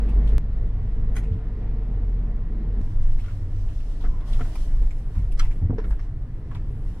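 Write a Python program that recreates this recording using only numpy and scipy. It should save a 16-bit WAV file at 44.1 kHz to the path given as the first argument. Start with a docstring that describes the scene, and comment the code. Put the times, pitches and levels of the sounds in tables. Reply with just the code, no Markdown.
"""The bass of a car's cabin on a wet road leads: engine firing tone, body bounce, air boom and floor drumming.
Three stretches follow abruptly: fast, slowing, then crawling over broken ground. The bass is sines and
shaped noise; thuds are decaying panel modes; tyre roar, spray and rubbing cloth are coloured noise.
Tyre air sings in two narrow tones; trim ticks, a buckle and a clack are struck resonances filled with
grainy noise; a squeak slides. All is heard at two close microphone ports."""
import sys
import numpy as np
from scipy import signal
from scipy.fft import rfft, irfft, next_fast_len
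from scipy.io import wavfile
from scipy.ndimage import uniform_filter1d, map_coordinates

SR = 44100
rng = np.random.default_rng(int(sys.argv[2]) if len(sys.argv) > 2 else 0)


def inscribe(sig):
    """Save sig as 16-bit PCM at rate SR to the path in sys.argv[1].

    A 1-D sig is mono; a 2-D sig holds one channel per row.
    Samples are clipped to [-1, 1] before scaling.
    """
    pcm = np.round(np.clip(np.atleast_2d(sig).T, -1, 1) * 32767)
    wavfile.write(sys.argv[1], SR, pcm.astype(np.int16))


N = 308700

# Joins between the three stretches of the drive: time [s]
SPLICE_S = [.3818, 2.815]
# Excitation by the road: (time [s], tyre roar [dB], spray [dB], floor pan drumming [dB])
ROAD = [(0.0, -38, -48.5, -42), (0.19, -34.5, -50, -31), (0.375, -38, -50, -32), (0.39, -42.5, -55, -35),
        (1.0, -41.5, -55, -37), (1.74, -40.5, -54.5, -38), (2.3, -41.5, -55.5, -36),
        (2.81, -39, -54.5, -44), (2.82, -45.5, -56.5, -36.5), (3.03, -44.5, -55.5, -38.5),
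        (3.12, -47, -57, -44.5), (3.76, -47, -58, -41), (4.03, -46, -56.5, -42),
        (4.42, -44.5, -51.5, -38.5), (4.85, -48, -57, -40), (5.5, -46, -57.5, -36.5), (5.8, -38, -57, -42),
        (5.97, -44.5, -55.5, -40.5), (6.21, -49.5, -60, -38), (6.55, -44, -57.5, -35),
        (7.0, -45.5, -57, -41)]
# Likeness of the two ports for local sources: (frequency [Hz], coherence [-1 to 1])
PORT_LIKENESS = [(30, 1), (80, 1), (150, 1), (300, 0.93), (450, 1), (700, 0.91), (1200, 0.92), (2500, 0.29),
                 (6000, 0.88), (14000, 0.56)]


def engine():
    """Periodic firing gives a near-sinusoidal tone; rocking on the mounts adds to its amplitude at bumps."""
    # In gear, then near idle: (time [s], firing frequency [Hz], level [dB])
    firing = [(0, 47.3, -21), (.375, 48.5, -15), (.39, 43.84, -27), (1.28, 42.8, -23.5), (1.36, 43, -31),
              (2.13, 41.34, -21), (2.5, 41.2, -29), (2.81, 42.18, -21.5), (2.82, 29.56, -33.5),
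              (4.8, 28.19, -31), (5.5, 30.08, -27.5), (5.85, 33.7, -26), (6.46, 30.57, -42),
              (6.64, 28.5, -46), (7.0, 29.3, -52)]
    hz, db = curves(firing)
    rocking = bumps()[2]
    return tone(hz, amp(db) + rocking, waver_hz=0.446)


def body_bounce():
    """The sprung body oscillates at its low resonance, and bumps add amplitude."""
    hz, db = stretches()[:2]
    bounce = bumps()[0]
    return tone(hz, amp(db + 2.2 * wobble(0.67)) + bounce, waver_hz=1.186)


def cabin_boom():
    """The enclosed cabin air resonates as narrow-band bass noise, driven harder at bumps."""
    # Boom spectrum: (frequency [Hz], relative level [dB per Hz])
    boom_spectrum = [(8, -29.5), (13, -4.5), (28, -3), (36, 5), (52, 0.5), (62, -40.5)]
    steady_db, boom = stretches()[2], bumps()[1]
    return (amp(steady_db) + boom) * drone(boom_spectrum)


def floor_pan():
    """Broadband road forcing drums the floor plate in two resonant bands and a narrow hum."""
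    # Low drum spectrum: (frequency [Hz], relative level [dB per Hz])
    drum_low = [(45, -28), (56, -9), (72, -8), (85, -29)]
    # High drum spectrum: (frequency [Hz], relative level [dB per Hz])
    drum_high = [(44, -29), (75, -1), (87, 1), (102, -4), (121, 1), (150, -9.5), (200, -37), (330, -120)]
    # Narrow hum spectrum: (frequency [Hz], relative level [dB per Hz])
    hum_spectrum = [(70, -49.5), (84, -6.5), (92, -5), (102, 0), (112, -13.5), (140, -60)]
    # Hum strength before its random wobble: (time [s], level [dB])
    hum_level = [(0, -61), (.45, -33.5), (1.3, -39.5), (2.3, -41), (3.0, -36), (3.7, -35), (4.0, -47),
                 (4.3, -38.5), (4.7, -48), (7, -41)]
    low = amp(-5) * drone(drum_low)
    high = amp(1.2 * wobble(5)) * drone(drum_high)
    hum = amp(curves(hum_level)[0] + 1.7 * wobble(3.2)) * drone(hum_spectrum)
    return amp(curves(ROAD)[2]) * (low + high) + hum


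def thuds():
    """A soft blow excites by modal coupling: modes nearest its push ring most, then decay exponentially."""
    # Suspension blows: (time [s], level before mode weights [dB], strongest push [Hz],
    # loss an octave away [dB], share of the free ring time [1])
    thud_rows = [(1.308, -12.5, 93, 25.5, 0.65), (4.039, -30, 715, 3, 0.85), (4.404, -28.5, 403, 1.5, 1.04),
                 (4.814, -32.5, 442, 42, 0.8), (5.154, -12, 50.5, 14, 1.6), (5.168, -22, 138.2, 20, 1.63),
                 (5.6168, -15, 85, 10, 0.97), (5.6424, -13.5, 92.5, 12, 0.48),
                 (5.6974, -5, 144, 13.5, 0.31), (5.7058, -7, 187, 11.5, 0.28),
                 (5.727, -18.5, 330, 13.5, 0.79), (5.7364, -11.5, 130, 9, 0.17),
                 (5.783, -17, 432.8, 36, 0.75), (5.79, -24, 441, 31, 0.28)]
    # Floor and panel modes: (frequency [Hz], relative level [dB], free t60 [s])
    pan_modes = [(45.4, -2, 1), (86.9, 4.5, 0.28), (107.6, -6, 0.55), (160.3, 2.5, 0.12),
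                 (244.7, 0.5, 0.13), (311, -13, 0.045), (429, -3, 0.079), (696, -6.5, 0.12),
                 (940, -13, 0.056)]
    sag, sag_s = 0.051, 0.015  # a struck panel starts sharp by this share and settles
    out, t = np.zeros((2, N + SR)), np.arange(SR // 2) / SR
    advance = sag * sag_s * (1 - np.exp(-t / sag_s))
    heard = t + advance - np.array([[1.3e-4], [0]])  # the left port hears it later
    fade = np.cos(np.pi * t) ** 2
    for s, db, push_hz, loss_db, lasts in thud_rows:
        for hz, mode_db, t60 in pan_modes:
            peak_db = db + mode_db - loss_db * abs(np.log2(hz / push_hz))
            decay = amp(peak_db - 60 * t / (lasts * t60))
            build = 1 - np.exp(-1.5 * hz * t)  # about one cycle
            out[:, round(s * SR):][:, :len(t)] -= decay * build * fade * np.sin(2 * np.pi * hz * heard)
    return out[:, :N]


def tyres():
    """Random tread and water impacts make broadband noise: roar through the floor, spray in the arches."""
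    # Roar before the last stretch, with tyre cavity near 220 and 440 Hz:
    # (frequency [Hz], relative level [dB per Hz])
    roar_fast = [(82, -34), (140, -11.5), (157, 3), (189, -2.5), (226, 0.5), (269, -9.5), (307, -7.5),
                 (345, -13), (391, -13), (437, -9.5), (480, -11.5), (527, -23.5), (620, -34.5), (810, -64),
                 (1360, -120)]
    # Roar at a crawl: (frequency [Hz], relative level [dB per Hz])
    roar_slow = [(82, -47), (140, -5), (175, 1.5), (194, -4.5), (238, -4.5), (264, -7), (307, -4),
                 (339, -12), (471, -13), (505, -16.5), (620, -25.5), (810, -57), (1360, -120)]
    # Spray spectrum: (frequency [Hz], relative level [dB per Hz])
    spray_spectrum = [(340, -32.5), (580, -3.5), (696, -3), (857, -8.5), (963, -8), (1540, -14.5),
                      (1920, -12), (2270, -18.5), (3400, -24.5), (3780, -26), (5300, -32.5), (6780, -42.5),
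                      (10200, -40.5), (13000, -64.5)]
    roar_db, spray_db = curves(ROAD)[:2]
    crawling = np.arange(N) / SR > SPLICE_S[1]
    slow = rush(roar_slow, patchy_db=1.0, lag_s=0.000054)
    fast = rush(roar_fast, patchy_db=1.5, lag_s=0.00011)
    spray = rush(spray_spectrum, patchy_db=1.18, lag_s=0.000067)
    texture = wobble(13)  # the road surface shakes both layers together
    roar = amp(roar_db + 0.51 * texture) * np.where(crawling, slow, fast)
    return roar + amp(spray_db + 0.16 * texture) * spray


def cavity():
    """Air resonance in the tyres gives two narrow, fluttering tones an octave apart."""
    # Tones before flutter: (time [s], frequency [Hz], level [dB], octave level [dB])
    cavity_tones = [(0, 226.1, -48.5, -51.5), (.375, 224.8, -46, -54), (.39, 217.5, -52.5, -69),
                    (1.1, 223, -54.5, -58), (1.6, 217.4, -49, -49.5), (1.92, 232.3, -53.5, -56.5),
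                    (2.25, 211.6, -48.5, -61), (2.81, 220.6, -53, -55.5), (2.82, 221.6, -80, -78)]
    hz, low_db, high_db = curves(cavity_tones)

    def flutter(apart):
        return wobble(14) + apart * np.array([[1], [-1]]) * wobble(14)  # slightly unlike at the ports

    low = tone(hz, amp(low_db), waver_hz=3) * flutter(.08)
    return low + tone(2 * hz, amp(high_db), waver_hz=6) * flutter(.17)


def clothes():
    """Friction of cloth is modulated noise: strokes rise, hold and fall, and treble fizz follows them."""
    # Cloth spectrum: (frequency [Hz], relative level [dB per Hz])
    cloth_spectrum = [(1650, -20.5), (2800, -2.5), (3480, -5), (4180, -6.5), (4630, -6.5), (5620, -5),
                      (6470, -10.5), (7500, -11.5), (9750, -20.5), (16500, -120)]
    # Treble fizz spectrum: (frequency [Hz], relative level [dB per Hz])
    fizz_spectrum = [(4000, -26), (6800, -5), (8090, 0.5), (10200, 0.5), (12100, -5.5), (15100, -7),
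                     (15600, -14.5)]
    # Strokes: (start time [s], length [s], cloth level [dB], fizz level [dB])
    strokes = [(2.762, 0.29, -64, -71), (2.94, 0.66, -68, -75.5), (3.467, 0.61, -67, -77),
               (3.811, 0.47, -66, -76), (4.194, 0.68, -59.5, -65.5), (4.709, 0.5, -68.5, -72.5),
               (5.074, 0.33, -66.5, -71.5), (5.3, 0.45, -72.5, -73.5), (5.831, 0.17, -88, -50),
               (5.953, 0.18, -55, -77.5), (6.443, 0.31, -71, -99), (6.615, 0.42, -84, -78),
               (6.803, .4, -73, -76)]
    rise_s, fall_s, patchy_db = 0.093, 0.21, 1.3
    t = np.arange(N) / SR
    ramp = lambda x: np.clip(x, 0, 1) ** 2
    gains = amp(stretches()[3:])
    for s, length, *dbs in strokes:
        stroke = ramp((t - s) / rise_s) * ramp((s + length - t) / fall_s)
        gains = gains + amp(dbs)[:, None] * stroke
    cloth, fizz = gains
    grip = wobble(25)
    rubbing = cloth * amp(1.2 * grip) * rush(cloth_spectrum, patchy_db, lag_s=0.00014)
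    return rubbing + fizz * amp(1.0 * grip) * rush(fizz_spectrum, patchy_db, lag_s=.6e-4)


def ticks():
    """Brief trim contacts excite damped resonances: a knock, a snap and a sizzle that dies first."""
    # Contacts, each on another panel: (time [s], knock level [dB], knock frequency [Hz],
    # snap level [dB], snap frequency [Hz], sizzle level [dB], base t60 [s])
    tick_rows = [(0.0891, -50, 1000, -52, 2600, -54, 0.1), (.272, -69, 1020, -49.5, 3290, -63.5, 0.13),
                 (0.2846, -68, 1020, -54, 3150, -55, 0.09), (1.2312, -53.5, 948, -54, 2460, -62, 0.15),
                 (1.322, -71, 960, -58, 3260, -72, 0.1), (3.183, -64, 1306, -51.5, 2100, -69, 0.089),
                 (3.197, -55, 855, -50.5, 2740, -55, 0.061), (3.224, -65, 1003, -57, 3400, -65.5, 0.046),
                 (3.238, -52.5, 1310, -55, 3200, -79, 0.22), (3.26, -48.5, 1350, -50.5, 1980, -55, 0.04),
                 (3.282, -45.5, 1430, -64, 2190, -73, 0.06), (3.293, -49.5, 1380, -62, 2190, -72, 0.077),
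                 (3.305, -50, 1402, -58, 2926, -70.5, 0.0695), (3.686, -62, 932, -55, 2990, -62, 0.094),
                 (3.803, -64, 949, -52.5, 2800, -55, 0.053), (4.007, -51.5, 930, -52.5, 3480, -72.5, 0.12),
                 (4.0405, -39, 1060, -45, 1590, -67, 0.025), (4.049, -43, 1320, -48, 1640, -72, 0.071),
                 (4.207, -46.5, 1002, -58, 3340, -60, 0.064), (4.3305, -55, 1168, -40.5, 3400, -72, 0.042),
                 (4.344, -54, 1170, -49.5, 3200, -66, 0.072), (4.394, -38, 1150, -49, 2142, -64.5, 0.043),
                 (4.409, -33, 1330, -44, 2150, -71, 0.039), (4.4085, -60, 1100, -47, 3000, -59, 0.025),
                 (4.419, -48, 1100, -51, 3320, -69, 0.045), (4.449, -45.5, 1460, -67.5, 2220, -79, 0.06),
                 (4.555, -36, 850, -45.5, 2362, -40, 0.047), (4.822, -54.5, 888, -55.5, 2190, -62, 0.16),
                 (4.9084, -54, 920, -46, 2280, -85, 0.06), (5.1482, -50.5, 910, -55, 2110, -71, 0.21),
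                 (5.3178, -71, 954, -51, 2860, -44, 0.082), (5.394, -53, 1157, -55, 3300, -45, 0.052),
                 (5.429, -42.5, 860, -45.5, 2700, -58, 0.091), (5.4506, -52, 900, -48, 2140, -54, 0.092),
                 (5.5105, -49.5, 884, -47, 2220, -59, 0.074), (5.611, -53.5, 888, -62, 2000, -82, 0.14),
                 (5.7015, -42, 950, -78, 2237, -83, 0.067), (5.782, -42, 980, -44, 1746, -75, 0.14),
                 (5.8412, -42, 1400, -57, 3480, -76, 0.062), (5.907, -43.5, 935, -44, 1650, -63, 0.055),
                 (5.924, -51.5, 876, -48.5, 1600, -66.5, 0.058),
                 (5.9935, -44.5, 1201, -46, 1730, -59, 0.049), (6.5105, -45, 1090, -57, 2640, -78.5, 0.11),
                 (6.549, -44, 960, -49.5, 3400, -78, 0.051), (6.554, -44.5, 874, -49, 2260, -80, 0.068)]
    # Sizzle resonances: (frequency [Hz], width [Hz], relative level [dB])
    sizzle_modes = [(5220, 500, 8), (8000, 1100, 2), (10200, 2500, 3), (13200, 3000, -6)]
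    # ticks above hard_db are hard blows; soft_span_db below it they ring least
    hard_db, soft_span_db = -42, 13
    out = np.zeros((2, N + SR))
    for s, knock_db, knock_hz, snap_db, snap_hz, sizzle_db, t60 in tick_rows:
        soft = np.clip((hard_db - max(knock_db, snap_db)) / soft_span_db, 0, 1)
        slow, ring = 1 + 1.8 * soft, 1.1 - 0.7 * soft  # weak contacts start slower and ring less
        touch = s - .0012 * slow  # contact begins just before the peak
        knock_modes = [(knock_hz, 0.19 * knock_hz, 0), (1.57 * knock_hz, 0.083 * knock_hz, -9)]
        snap_modes = [(0.68 * snap_hz, 0.59 * snap_hz, -12), (snap_hz, 0.24 * snap_hz, 0),
                      (3.3 * snap_hz, 0.39 * snap_hz, -19)]
        strike(out, touch, knock_db, knock_modes, 1.26 * t60, rise_s=0.0013 * slow, ring=ring)
        strike(out, touch, snap_db, snap_modes, 1.51 * t60, rise_s=0.0009 * slow, ring=ring)
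        strike(out, touch, sizzle_db, sizzle_modes, 0.71 * t60, rise_s=0.0022 * slow, ring=0.4)
    return out[:, :N]


def buckle():
    """A metal buckle jingles: repeated impacts excite its own inharmonic modes."""
    # Impacts: (time [s], level [dB], low-mode t60 [s])
    buckle_blows = [(1.147, -57, 0.2), (1.154, -46, 0.19), (1.1635, -32.5, 0.069), (1.178, -43, 0.13)]
    # Modes: (frequency [Hz], width before broadening [Hz], relative level [dB])
    buckle_modes = [(830, 11, -9), (1110, 27, -9), (1487, 38, -3.5), (1963, 86, -2.5), (2420, 26, -5.5),
                    (2900, 29, -15), (3210, 28, -8), (4080, 18, -17.5), (5070, 97, -20), (6560, 76, -13),
                    (8300, 51, -19), (10170, 160, -15.5), (11600, 35, -22.5), (12600, 84, -25.5)]
    return hard_impacts(buckle_blows, buckle_modes, blur_hz=55)


def clack():
    """A hard part snaps home and settles, every impact exciting the same modes of the part."""
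    # Impacts: (time [s], level [dB], low-mode t60 [s])
    clack_blows = [(5.372, -54.5, 0.46), (5.383, -52, 0.25), (5.3925, -26, 0.088), (5.468, -50, 0.033),
                   (5.585, -61, 0.081), (5.905, -58.5, 0.1)]
    # Modes: (frequency [Hz], width before broadening [Hz], relative level [dB])
    clack_modes = [(1286, 54, -1), (1730, 7.7, -3.5), (2103, 65, -6.5), (3270, 60, -6.5), (3560, 36, -18),
                   (4100, 27, -16.5), (4680, 37, -15.5), (5030, 41, -16), (5780, 83, -15.5),
                   (7750, 180, -22), (8900, 85, -34), (10220, 63, -22.5), (11600, 35, -35)]
    return hard_impacts(clack_blows, clack_modes, blur_hz=20)


def squeak():
    """Stick-slip friction of two trim panels: a gritty, broken tone and a weak overtone slide."""
    # Sliding tone, silent at or below -74 dB: (time [s], frequency [Hz], level before grit [dB])
    slide = [(4.06, 1206, -77), (4.075, 1165, -60), (4.1, 1003, -59), (4.128, 1031, -64), (4.14, 1038, -52),
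             (4.155, 1010, -54), (4.17, 975, -58), (4.2, 953, -65), (4.235, 1087, -62), (4.29, 1094, -66),
             (4.31, 1095, -75)]
    hz, db = curves(slide)

    def slips():
        return amp(db + 1.4 * wobble(55)) * (db > -74) * (1 + 0.46 * wobble(300))

    return tone(hz, slips(), waver_hz=0) + tone(1.3 * hz, amp(-12.5) * slips(), waver_hz=0)


def splice_click():
    """A pressure step at the first join clicks, with an exponential slope on either side."""
    t = np.arange(N) / SR - SPLICE_S[0]
    return -amp(-26) * np.sign(t) * np.exp(-np.abs(t) / 0.0052)


def stretches():
    """Piecewise-steady levels: each column as one value per sample, with short fades at the joins."""
    # Each stretch between bumps and strokes: (bounce frequency [Hz], bounce level [dB],
    # boom level [dB], cloth level [dB], fizz level [dB])
    steady = [(21.17, -35.5, -32, -71.5, -87.5), (21.2, -29.5, -40.5, -76, -89),
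              (18.65, -31, -34.5, -76.5, -80)]
    steps = np.array(steady)[np.searchsorted(SPLICE_S, np.arange(N) / SR)].T
    return uniform_filter1d(steps, size=400, axis=1)


def bumps():
    """Transient road forcing swells and fades as a Gaussian; one gain curve per shaken part."""
    # Bumps: (time [s], half length to 1/e [s], body bounce [dB], cabin boom [dB], engine rocking [dB])
    bump_rows = [(0.216, 0.16, -27, -29, -67), (0.357, 0.022, -19, -43, -58.5), (0.65, 0.14, -27, -33, -53),
                 (1.047, 0.12, -23, -45, -58), (1.458, 0.018, -49, -42, -58), (1.714, 0.081, -33, -45, -42),
                 (2.394, 0.14, -32, -44.5, -63.5), (2.835, 0.045, -25.5, -41, -38.5),
                 (3.016, 0.062, -17, -25, -37), (3.131, 0.068, -15.5, -25, -26),
                 (3.755, 0.19, -35, -36, -40), (4.098, 0.065, -22.5, -24.5, -27.5),
                 (4.387, 0.063, -16.5, -34, -31), (4.767, 0.14, -21, -26.5, -23),
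                 (5.205, 0.16, -60, -57, -48), (5.428, 0.094, -16.5, -37, -24.5),
                 (5.931, 0.067, -28, -19.5, -38.5), (6.28, 0.026, -61, -46, -57),
                 (6.67, 0.066, -50, -35, -45), (6.865, 0.037, -38, -25.5, -32.5)]
    t = np.arange(N) / SR
    return sum(amp(dbs)[:, None] * np.exp(-((t - s) / half_s) ** 2) for s, half_s, *dbs in bump_rows)


def hard_impacts(blows, modes, blur_hz):
    """Modal damping broadens each resonance; modes from 4 kHz up start earlier and die sooner."""
    out = np.zeros((2, N + SR))
    blurred = [(hz, width + blur_hz + 0.042 * hz, db) for hz, width, db in modes]
    low = [m for m in blurred if m[0] < 4000]
    treble = [m for m in blurred if m[0] >= 4000]
    for s, db, t60 in blows:
        strike(out, s, db, low, t60, rise_s=0.0024, ring=0.71)
        strike(out, s - .002, db - 5.5, treble, 0.8 * t60, rise_s=0.0019, ring=0.55)
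    return out[:, :N]


def strike(out, s, db, modes, t60, rise_s, ring):
    """Impulse response of damped modes, filled by a grainy noise scrape drawn out by the cabin over t60."""
    t = np.arange(SR // 4) / SR

    def resonances(f):
        return sum((-1) ** k * amp(g) * 1j * f * w / (c * c - f * f + 1j * f * w)
                   for k, (c, w, g) in enumerate(modes))

    def soft_contact(f):
        return resonances(f) / (1 + (f / (1.8 * modes[-1][0])) ** 4)  # little above the top mode

    lag_s = 1e-4 * rng.standard_normal()  # each part sits in another direction
    grains = np.interp(t * 900, np.arange(400), rng.standard_normal(400))  # 900 uneven grains a second
    noise = amp(3 * grains) * rng.standard_normal((2, len(t)))
    shape = amp(-60 * t / t60) * (1 - np.exp(-t / rise_s)) ** 2
    scrape = shape * ports(noise, soft_contact, lag_s, PORT_LIKENESS)
    scrape = scrape * np.sqrt(np.mean(shape ** 2) / np.mean(scrape ** 2))
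    hz, width_hz, mode_db = np.transpose(modes)[:, :, None, None]
    heard = t + lag_s * np.array([[-.5], [.5]])
    sines = np.sin(2 * np.pi * (hz * heard + rng.random(hz.shape)))
    blow = np.sum(amp(mode_db - mode_db.max()) * np.exp(-.3 * width_hz * t) * sines, axis=0)
    out[:, round(s * SR):][:, :len(t)] += amp(db) * (scrape + ring * shape * blow)


def rush(spectrum, patchy_db, lag_s):
    """Diffuse-field noise of rms 1, with patches of random gain in time and frequency."""
    # Likeness of the ports for noise from all round: (frequency [Hz], coherence [-1 to 1])
    diffuse = [(60, 0.87), (120, 1.0), (240, 1), (480, 0.98), (950, 0.97), (1890, 0.71), (3770, -0.06),
               (7520, 0.05), (15000, 0.12)]
    z = signal.stft(rng.standard_normal((2, N)), nperseg=512)[2]
    field = uniform_filter1d(rng.standard_normal(z.shape[1:]), size=6, axis=0)
    field = uniform_filter1d(field, size=10, axis=1)
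    pair = signal.istft(z * amp(patchy_db * unit(field)), nperseg=512)[1][:, :N]
    return unit(ports(pair, lambda hz: amp(along(spectrum, hz)), lag_s, diffuse))


def drone(spectrum):
    """Spectrally shaped random bass of rms 1."""
    closed = spectrum + [(400, -120)]
    gain = lambda hz: amp(along(closed, hz)) * (hz > 8)
    return unit(ports(rng.standard_normal((2, N)), gain, .7e-4, PORT_LIKENESS))


def tone(hz, gain, waver_hz):
    """Phase is the integral of frequency: a slightly unsteady sine of rms gain."""
    cycles = rng.random() + np.cumsum(hz + waver_hz * wobble(3)) / SR
    return np.sqrt(2) * gain * np.sin(2 * np.pi * cycles)


def ports(pair, gain, lag_s, alike):
    """Interchannel coherence: two unrelated signals mix to a likeness; the left port hears lag_s later."""
    turn = lambda hz: np.arccos(np.clip(along(alike, hz), -1, 1)) / 2
    mid, side = filtered(pair, lambda hz: gain(hz) * [np.cos(turn(hz)), np.sin(turn(hz))])
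    delay = lambda hz: np.exp(-1j * np.pi * hz * lag_s * np.array([[1], [-1]]))
    return filtered(np.array([mid + side, mid - side]), delay)


def filtered(x, response):
    """Linear filtering: the spectrum of x times a complex response of frequency."""
    m = next_fast_len(x.shape[-1] + 8192)
    return irfft(rfft(x, m) * response(np.fft.rfftfreq(m, 1 / SR)), m)[..., :x.shape[-1]]


def wobble(rate):
    """Band-limited random modulation: a smooth curve with rate knots a second."""
    knots = rng.standard_normal(int(N * rate / SR) + 4)
    return map_coordinates(knots, [np.arange(N) * rate / SR])


def curves(rows):
    """Linear interpolation in time: one value per sample for each column after the time."""
    s, *cols = np.transpose(rows)
    return [np.interp(np.arange(N) / SR, s, c) for c in cols]


def along(points, hz):
    """Interpolation of (frequency [Hz], value) points on a logarithmic frequency axis."""
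    f, v = np.transpose(points)
    return np.interp(np.log(hz + 1), np.log(f + 1), v)


def amp(db):
    """Decibel level to amplitude ratio."""
    return 10 ** (np.asarray(db) / 20)


def unit(x):
    """Normalisation of signal power to rms 1."""
    return x / np.sqrt(np.mean(x ** 2) + 1e-20)


def scene():
    """Linear superposition of all sources at the two ports."""
    bass = engine() + body_bounce() + cabin_boom() + floor_pan()
    road = thuds() + tyres() + cavity()
    small_parts = clothes() + ticks() + buckle() + clack() + squeak()
    return bass + road + small_parts + splice_click()


def record(dry):
    """Band limiting: the microphones pass nothing from 15760 Hz up."""
    return filtered(dry, lambda hz: hz < 15760)


dry = scene()
out = record(dry)
inscribe(out)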